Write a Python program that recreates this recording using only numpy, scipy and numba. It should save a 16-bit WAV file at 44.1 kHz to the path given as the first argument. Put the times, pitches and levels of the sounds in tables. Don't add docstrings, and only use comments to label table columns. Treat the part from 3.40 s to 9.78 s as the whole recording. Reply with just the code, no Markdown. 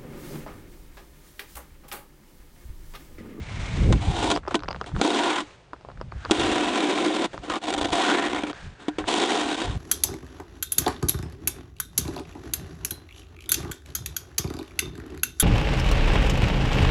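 import sys
import numpy as np
from scipy import signal
from scipy.fft import rfft, irfft, next_fast_len
from scipy.io import wavfile
from scipy.ndimage import uniform_filter1d
from numba import njit

SR = 44100
rng = np.random.default_rng(int(sys.argv[2]) if len(sys.argv) > 2 else 0)


def wav_out(sig):
    wavfile.write(sys.argv[1], SR, np.round(np.clip(np.atleast_2d(sig).T, -1, 1) * 32767).astype(np.int16))


N = 281256
T = np.arange(N) / SR

# (start [s], turning point of the force [s], end [s], relative level there [dB],
# rise up to the turning point, negative for a fall [dB], fall after it, negative for a rise [dB],
# relative boom of the scoop [dB], relative rasp of the edge [dB],
# loss of boom from start to end as the scoop tips, negative for a gain [dB],
# chatter [0-1], lip pitch at start [Hz], lip pitch at end [Hz], relative lip ring [dB])
PUSHES = [(0.614, 0.856, 0.975, -29, 12, 11, 5, 1, -10, 0.31, 800, 930, 5),
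          (1.634, 1.892, 2.001, -20, 5.5, 5, 2, -4, 14.5, 0.43, 866, 1060, -2.5),
          (2.926, 3.24, 3.857, -23.8, -2, 2.5, 4.5, -4, -5, 0.37, 2920, 2060, -4),
          (4.041, 4.057, 4.085, -40, -1, 2, 6.5, -5.5, -2, 0.42, 1200, 1190, -1),
          (4.1, 4.12, 4.175, -29, -3, 2.5, 2.5, -6.5, -5, 0.65, 1270, 1130, 7.5),
          (4.227, 4.245, 4.5, -32.5, 0.5, 2, 3, -2, -4, .68, 770, 730, 1.5),
          (4.534, 4.6, 4.625, -20.5, 3, -4.5, 0.5, -4.5, 4, 0.39, 734, 760, 2),
          (4.638, 4.704, 5.11, -16.5, 2.5, 18, 1.5, -7, -1.5, 0.6, 1450, 2460, -1),
          (5.404, 5.422, 5.49, -44.5, 2.5, 8, 0.5, -7.5, 2, 0.27, 1490, 1490, -11),
          (5.686, 5.82, 6.154, -21.5, 4.5, 8.5, 2.5, -1.5, -2, 0.47, 745, 890, -5),
          (6.165, 6.227, 6.39, -30.5, 7, 16.5, 2, -3.5, -1, 0.47, 900, 980, -7)]
BITE_S, LIFT_S = 0.012, 0.0085


def undb(db):
    return 10 ** (np.asarray(db) / 20)


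def unit(x):
    return x / np.sqrt(np.mean(x ** 2))


def colour(x, points):
    size = next_fast_len(len(x) + 8192, real=True) // 2 * 2
    hz, db = np.transpose(points)
    bin_hz = np.arange(size // 2 + 1) * SR / size
    gain_db = np.interp(np.log(bin_hz + 1), np.log(hz), db)
    cepstrum = irfft(np.log(undb(gain_db)))
    cepstrum[1:size // 2] *= 2
    cepstrum[size // 2 + 1:] = 0
    response = np.exp(rfft(cepstrum))
    return irfft(rfft(x, size) * response)[:len(x)]


def below(x, hz):
    return signal.sosfiltfilt(signal.butter(3, hz, fs=SR, output="sos"), x)


def walk(rate):
    hold = int(SR / rate)
    steps = np.repeat(rng.standard_normal(N // hold + 1), hold)
    return unit(uniform_filter1d(steps, hold)[:N])


def clicks(rate, spread_db):
    struck = rng.random(N) < rate / SR
    return struck * undb(spread_db * np.clip(rng.standard_normal(N), -2, 2))


def add(out, s, sound):
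    i = int(s * SR)
    out[i:i + len(sound)] += sound[:N - i]


@njit
def resonate(x, hz, width):
    y, band, low = np.empty(len(x)), 0., 0.
    for i in range(len(x)):
        g, k = np.pi * hz[i] / SR, width / hz[i]
        v = (band + g * (x[i] + 1e-18 - low)) / (1 + g * (g + k))
        band, low, y[i] = 2 * v - band, low + 2 * g * v, k * v
    return y


@njit
def follow(size, attack, release):
    out, e = np.empty(len(size)), 0.
    for i in range(len(size)):
        e += (size[i] - e) * (attack if size[i] > e else release)
        out[i] = e
    return out


def swell(s, db, rise, fall, roundness):
    return undb(db) * np.exp(-np.maximum((s - T) / rise, (T - s) / fall) ** roundness)


def across(first, last):
    start, _, end = np.transpose(PUSHES)[:3]
    return np.interp(T, np.ravel([start, end], "F"), np.ravel([first, last], "F"))


def yard():
    # (frequency [Hz], relative level [dB])
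    air_spectrum = [(18, -26), (30, -13), (59, -3.5), (86, -18), (127, -4), (228, -17.5), (430, -11.5),
                    (3520, -27.5), (10300, -42), (13400, -76), (22000, -120)]
    air = unit(colour(rng.standard_normal(N), air_spectrum))
    return undb(-55.5) * air * undb(1.2 * walk(5.4))


def gusts():
    # (strongest at [s], relative level [dB], rise and fall [s])
    gust_rows = [(0.0, -27, 0.023), (0.2, -30.5, 0.12), (0.43, -20, 0.085), (0.512, -13.5, 0.059),
                 (0.689, -21.5, 0.04), (0.83, -32.5, 0.16), (1.32, -39, 0.15), (1.565, -22, 0.027),
                 (2.63, -37.5, 0.093), (2.77, -30.5, 0.027), (3.019, -32.5, 0.12), (4.0, -39, 0.023),
                 (4.11, -46, .03), (4.43, -37.5, .06), (4.53, -33, 0.018), (4.95, -49, .2),
                 (5.27, -35.5, 0.038), (5.63, -39, 0.043), (6.29, -26.5, .025), (6.38, -26.5, 0.061)]
    breeze = undb(-59 + 5 * walk(9))
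    gust_power = sum(swell(s, db, width, width, roundness=1.2) ** 2 for s, db, width in gust_rows)
    return np.sqrt(breeze ** 2 + gust_power)


def wind(eddy_db=-2):
    # (frequency [Hz], relative level [dB])
    rumble_spectrum = [(15, -23.5), (35, 0.5), (70, 1.5), (130, -2.5), (200, -10.5), (350, -33),
                       (700, -59.5), (2000, -56)]
    gust = gusts()
    rumble = unit(colour(rng.standard_normal(N), rumble_spectrum))
    rumble /= np.sqrt(uniform_filter1d(rumble ** 2, int(0.094 * SR)) + 0.024)
    eddy_spectrum = [(60, -1.5), (150, 4.5), (300, 0.0), (520, -9), (1000, -39.5), (3000, -59.5)]
    eddies = unit(colour(rng.standard_normal(N), eddy_spectrum))
    eddy_gain = undb(eddy_db) * (gust / gust.max()) ** 0.84
    return gust * (undb(1.0) * rumble + eddy_gain * eddies)


def swish(rub_width_hz=220):
    # (strongest at [s], relative level [dB], rise [s], fall [s],
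    # nominal pitch of the rub [Hz], relative rub level [dB])
    swish_rows = [(0.29, -43, 0.28, 0.41, 2200, 6), (1.09, -52, 0.017, 0.036, 1500, -13),
                  (1.42, -59.5, 0.17, .15, 1300, -6), (1.6, -47, 0.035, .04, 1500, -10),
                  (2.04, -54.5, .02, 0.16, 2900, -5), (2.9, -52.5, 0.14, .02, 1550, 10),
                  (3.9, -55, 0.017, 0.2, 1500, -12), (5.18, -49.5, 0.044, 0.11, 1600, 8),
                  (5.58, -62.5, .28, 0.2, 1600, 17.5)]
    # (frequency [Hz], relative level [dB])
    fibre_spectrum = [(120, 6.5), (300, 0), (900, -0.5), (1500, -2), (2300, -3.5), (3700, -6),
                      (5000, -12.5), (6500, -12.5), (9000, -19), (11000, -21.5)]
    fibres = unit(colour(rng.standard_normal(N) * undb(1.5 * walk(120)), fibre_spectrum))
    out = np.zeros(N)
    for s, db, rise, fall, hz, rub_db in swish_rows:
        shifted = np.roll(fibres, rng.integers(N))
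        rub = resonate(shifted, np.full(N, float(hz)), float(rub_width_hz))
        out += swell(s, db, rise, fall, roundness=2.16) * (fibres + undb(rub_db) * rub)
    return undb(5.0) * out


def faint_ticks(spread_db=8.5):
    # (from [s], to [s], ticks [1/s], middle relative level [dB])
    spans = [(0.93, 1.129, 60, -40), (1.252, 1.6, 60, -36), (2.35, 2.881, 20, -39.5),
             (3.89, 4.021, 40, -55)]
    rows = []
    for start, end, rate, db in spans:
        for when, size, pitch, snap in rng.random((int((end - start) * rate), 4)):
            peak_db = db + spread_db * (2 * size - 1)
            rows.append((start + when * (end - start), peak_db, 750 + 900 * pitch, peak_db - 10 - 16 * snap))
    return rows


def ticks(swell_s=0.00057, snap_s=0.00078, rattle_s=0.0063):
    # (time [s], relative knock level [dB], pitch [Hz], relative snap level [dB])
    tick_rows = [(0.962, -13.5, 870, -14.5), (0.974, -14, 940, -21), (1.0758, -15.5, 785, -47),
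                 (1.0805, -14, 737, -29), (1.1116, -19.5, 1140, -37), (1.193, -38, 1030, -30),
                 (1.204, -33, 1180, -30), (1.223, -31, 1160, -41), (1.2349, -22, 1140, -31.5),
                 (1.2446, -29, 1170, -39), (1.2822, -22.5, 1190, -31), (1.286, -16.5, 1070, -21.5),
                 (1.307, -22, 810, -35), (1.311, -25, 1420, -22), (1.3287, -29, 1113, -30),
                 (1.3462, -23.5, 1300, -45), (1.3615, -27, 781, -33.5), (1.4128, -15.5, 1170, -29),
                 (1.5637, -21, 1270, -29.5), (1.5992, -19.5, 990, -35), (2.3329, -20, 1090, -38.5),
                 (2.4488, -29.5, 705, -63), (2.4872, -28, 640, -56), (2.613, -20.5, 950, -33.5),
                 (2.722, -27.5, 1180, -55), (2.8504, -22, 1450, -27), (2.8573, -19.5, 1240, -42),
                 (2.8986, -21, 930, -48), (3.9435, -22.5, 563, -44), (3.978, -25, 1090, -34),
                 (5.1306, -26.5, 1340, -33), (5.6411, -24.5, 1440, -51)]
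    knocks, snaps, rattles, t = np.zeros(N), np.zeros(N), np.zeros(N), T[:SR // 25]
    knock_shape = (t / swell_s * np.exp(1 - t / swell_s)) ** 2
    for s, db, hz, snap_db in list(tick_rows) + faint_ticks():
        add(knocks, s, undb(db) * np.sin(2 * np.pi * hz * t) * knock_shape)
        add(snaps, s, undb(snap_db) * rng.standard_normal(len(t)) * np.exp(-t / snap_s))
        add(rattles, s, undb(db) * rng.standard_normal(len(t)) * np.exp(-t / rattle_s))
    snaps = colour(snaps, [(800, 4), (2800, 7), (3900, 4), (4900, 8.5), (6600, -10.5), (8000, -28), (11000, -40)])
    rattles = colour(rattles, [(100, -6.5), (500, 5), (1300, -1.0), (1900, -23.5), (2800, -17.5), (6000, -37)])
    return undb(1.0) * knocks + snaps + rattles


def squeaks():
    # (time [s], level [dB], pitch [Hz], length [s])
    squeak_rows = [(0.951, -26, 4860, .006), (1.299, -42, 4870, .022), (2.717, -48, 4460, 0.0049),
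                   (2.718, -41, 2250, 0.0041)]
    out = np.zeros(N)
    for s, db, hz, length in squeak_rows:
        t = T[:int(length * SR)]
        phase = 2 * np.pi * hz * t + np.cumsum(0.063 * rng.standard_normal(len(t)))
        add(out, s, undb(db) * np.sin(phase) * np.sin(np.pi * t / length))
    return out


def grit(rate=12000):
    return unit(clicks(rate, spread_db=3.5) * rng.choice([-1, 1], N))


def blade(pressure, thump, flex=0.015):
    # (mean frequency [Hz], width [Hz], relative level [dB])
    modes = [(241, 65, -5.5), (300, 17.8, 6.5), (340.5, 45, 2), (411, 15.7, -2), (502, 75, -9),
             (704, 27.7, -1.5), (782, 41, -6.5), (986, 39, -6.5), (1063, 84, -11.5), (1393, 38, -10),
             (1508, 25, -10.5), (1872, 55, -14.5), (2300, 110, -19), (2614, 31, -26), (3270, 510, -18),
             (3480, 300, -30.5), (3730, 48, -16.5)]
    # (frequency [Hz], relative level [dB])
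    small_modes = [(80, -32), (170, -19.5), (260, -11.5), (750, -12), (1200, -18), (1600, -18),
                   (2300, -18.5), (3700, -15.5), (4300, -23), (5100, -27.5), (7500, -26), (9200, -29.5),
                   (11000, -28.5)]
    out, stones = colour(pressure * grit(), small_modes), grit()
    for hz, width, db in modes:
        tuned_hz = SR / np.pi * np.tan(np.pi * hz / SR)
        centre = tuned_hz * (1 + flex * walk(9))
        force = pressure * np.roll(stones, rng.integers(N)) + thump
        out = out + undb(db) * resonate(force, centre, float(width))
    return out - below(out, 159)


def effort():
    out = np.zeros(N)
    for start, turn, end, db, rise_db, fall_db, *_ in PUSHES:
        contact = np.exp(-np.maximum(start - T, 0) / BITE_S - np.maximum(T - end, 0) / LIFT_S)
        push_db = np.interp(T, [start, turn, end], [db - rise_db, db, db - fall_db])
        out = np.maximum(out, contact * undb(push_db))
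    return out


def scrape(catch_rate=240, slip_s=0.0036, judder_hz=56):
    snag_rate, snag_s, snag_db = 33, 0.0055, -0.5
    glide_db, chatter_per_db = -23.5, 0.05
    stutter_db, stutter_hz = 2.5, 30
    start = np.transpose(PUSHES)[0]
    boom_db, rasp_db, tip_db, rough = np.transpose(PUSHES)[6:10]
    slips = signal.lfilter([1], [1, -np.exp(-1 / (slip_s * SR))], clicks(catch_rate, spread_db=2))
    snags = signal.lfilter([1], [1, -np.exp(-1 / (snag_s * SR))], clicks(snag_rate, spread_db=5.5))

    load = effort()
    excess_db = 20 * np.log10(np.maximum(load / undb(glide_db), 1))
    chatter = np.clip(across(rough, rough) - chatter_per_db * excess_db, 0, 1)
    hop_cycles = np.cumsum(judder_hz * np.exp(.3 * walk(50))) / SR
    hops = np.exp(-(hop_cycles % 1) / 0.18)
    judder = chatter ** 2
    slipping = 1 - chatter + chatter * unit(slips)
    hopping = 1 - judder + judder * unit(hops)
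    sound = blade(slipping * hopping + judder * undb(snag_db) * unit(snags), 0)

    low, low_and_mid = below(sound, 863), below(sound, 2570)
    boom, middle, rasp = unit(low), unit(low_and_mid - low), unit(sound - low_and_mid)
    push = load * undb(stutter_db * chatter * walk(stutter_hz))
    tipped_db = across(tip_db / 2, -tip_db / 2)
    bare_db = 4 * np.max([swell(s, 0, BITE_S, 0.084, roundness=0.98) for s in start], axis=0)
    boom_gain = undb(across(boom_db, boom_db) + tipped_db)
    rasp_gain = undb(across(rasp_db, rasp_db) + 0.63 * tipped_db + bare_db)
    return undb(-2.97) * push * (undb(-3.0) * middle + boom_gain * boom + rasp_gain * rasp)


def blows(thump_db=-2, contact_s=0.0015):
    # (time [s], relative level [dB], treble gain [dB],
    # decay of the crunch [s], relative thump level [dB])
    blow_rows = [(0.525, -9, 0.5, 0.0056, -7.5), (0.902, -14.5, 6.5, 0.014, -24),
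                 (0.914, -6.5, 3, 0.0069, -16), (1.108, -27, -3, 0.023, -18),
                 (1.1439, -7.5, -5, 0.0068, -18), (1.153, -11.5, 4.5, 0.0037, -11),
                 (1.461, -31.5, 3, 0.025, -26), (1.614, -0.5, 0.5, 0.0046, -10.5),
                 (1.649, -7, -1, 0.0063, -4), (2.004, -20, 3, 0.0097, -9), (2.9105, 2, 7, 0.0038, -7.5),
                 (2.9153, 2.5, 3, 0.0035, -11), (2.997, -16, 8.5, 0.0095, -10),
                 (3.932, -28, -6, 0.019, -15), (4.281, -18.5, 0, 0.011, -28), (4.338, -17, 7, 0.0037, -27),
                 (4.377, -17, 2.5, 0.0068, -18), (4.412, -18.5, 6, 0.0081, -29),
                 (4.5317, -16, 4, 0.0025, -28), (5.036, -11, -7, 0.0026, -30),
                 (5.4829, -16, -3, 0.0058, -3), (5.584, -17.5, -4, 0.018, -5)]
    crunch, thump, treble, t = np.zeros(N), np.zeros(N), np.ones(N), T[:SR // 8]
    half_sine = np.sin(np.pi * np.minimum(t / contact_s, 1))
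    for s, db, treble_db, length, weight_db in blow_rows:
        add(crunch, s, undb(db) * np.exp(-t / length))
        add(thump, s, undb(db + weight_db + thump_db) * half_sine)
        treble[int(s * SR):] = undb(treble_db)
    sound = blade(crunch, thump)
    dull = below(sound, 2600)
    return undb(13.0) * (dull + treble * (sound - dull))


def shovel(lip_width_hz=170):
    sound = scrape() + blows()
    first_hz, last_hz, ring_db = np.transpose(PUSHES)[10:]
    lip = resonate(sound, across(first_hz, last_hz), float(lip_width_hz))
    return sound + undb(across(ring_db, ring_db)) * lip


def scene():
    return (shovel() + ticks() + squeaks() + swish() + wind() + yard())[None]


def record(dry):
    threshold_db, ratio = -22, 2.5
    attack_s, release_s = 0.004, 0.037
    sound = below(dry[0], 9800)
    heard = np.abs(sound - below(sound, 190))
    envelope = follow(heard, 1 / (attack_s * SR), 1 / (release_s * SR))
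    gain = np.maximum(envelope / undb(threshold_db), 1) ** (1 / ratio - 1)
    ceiling = undb(-9.1)
    clipped = np.clip(gain * sound, -ceiling, ceiling)
    low_pass = signal.cheby1(12, .2, 9900, fs=SR, output="sos")
    return signal.sosfilt(low_pass, clipped)[None]


dry = scene()
out = record(dry)
wav_out(out)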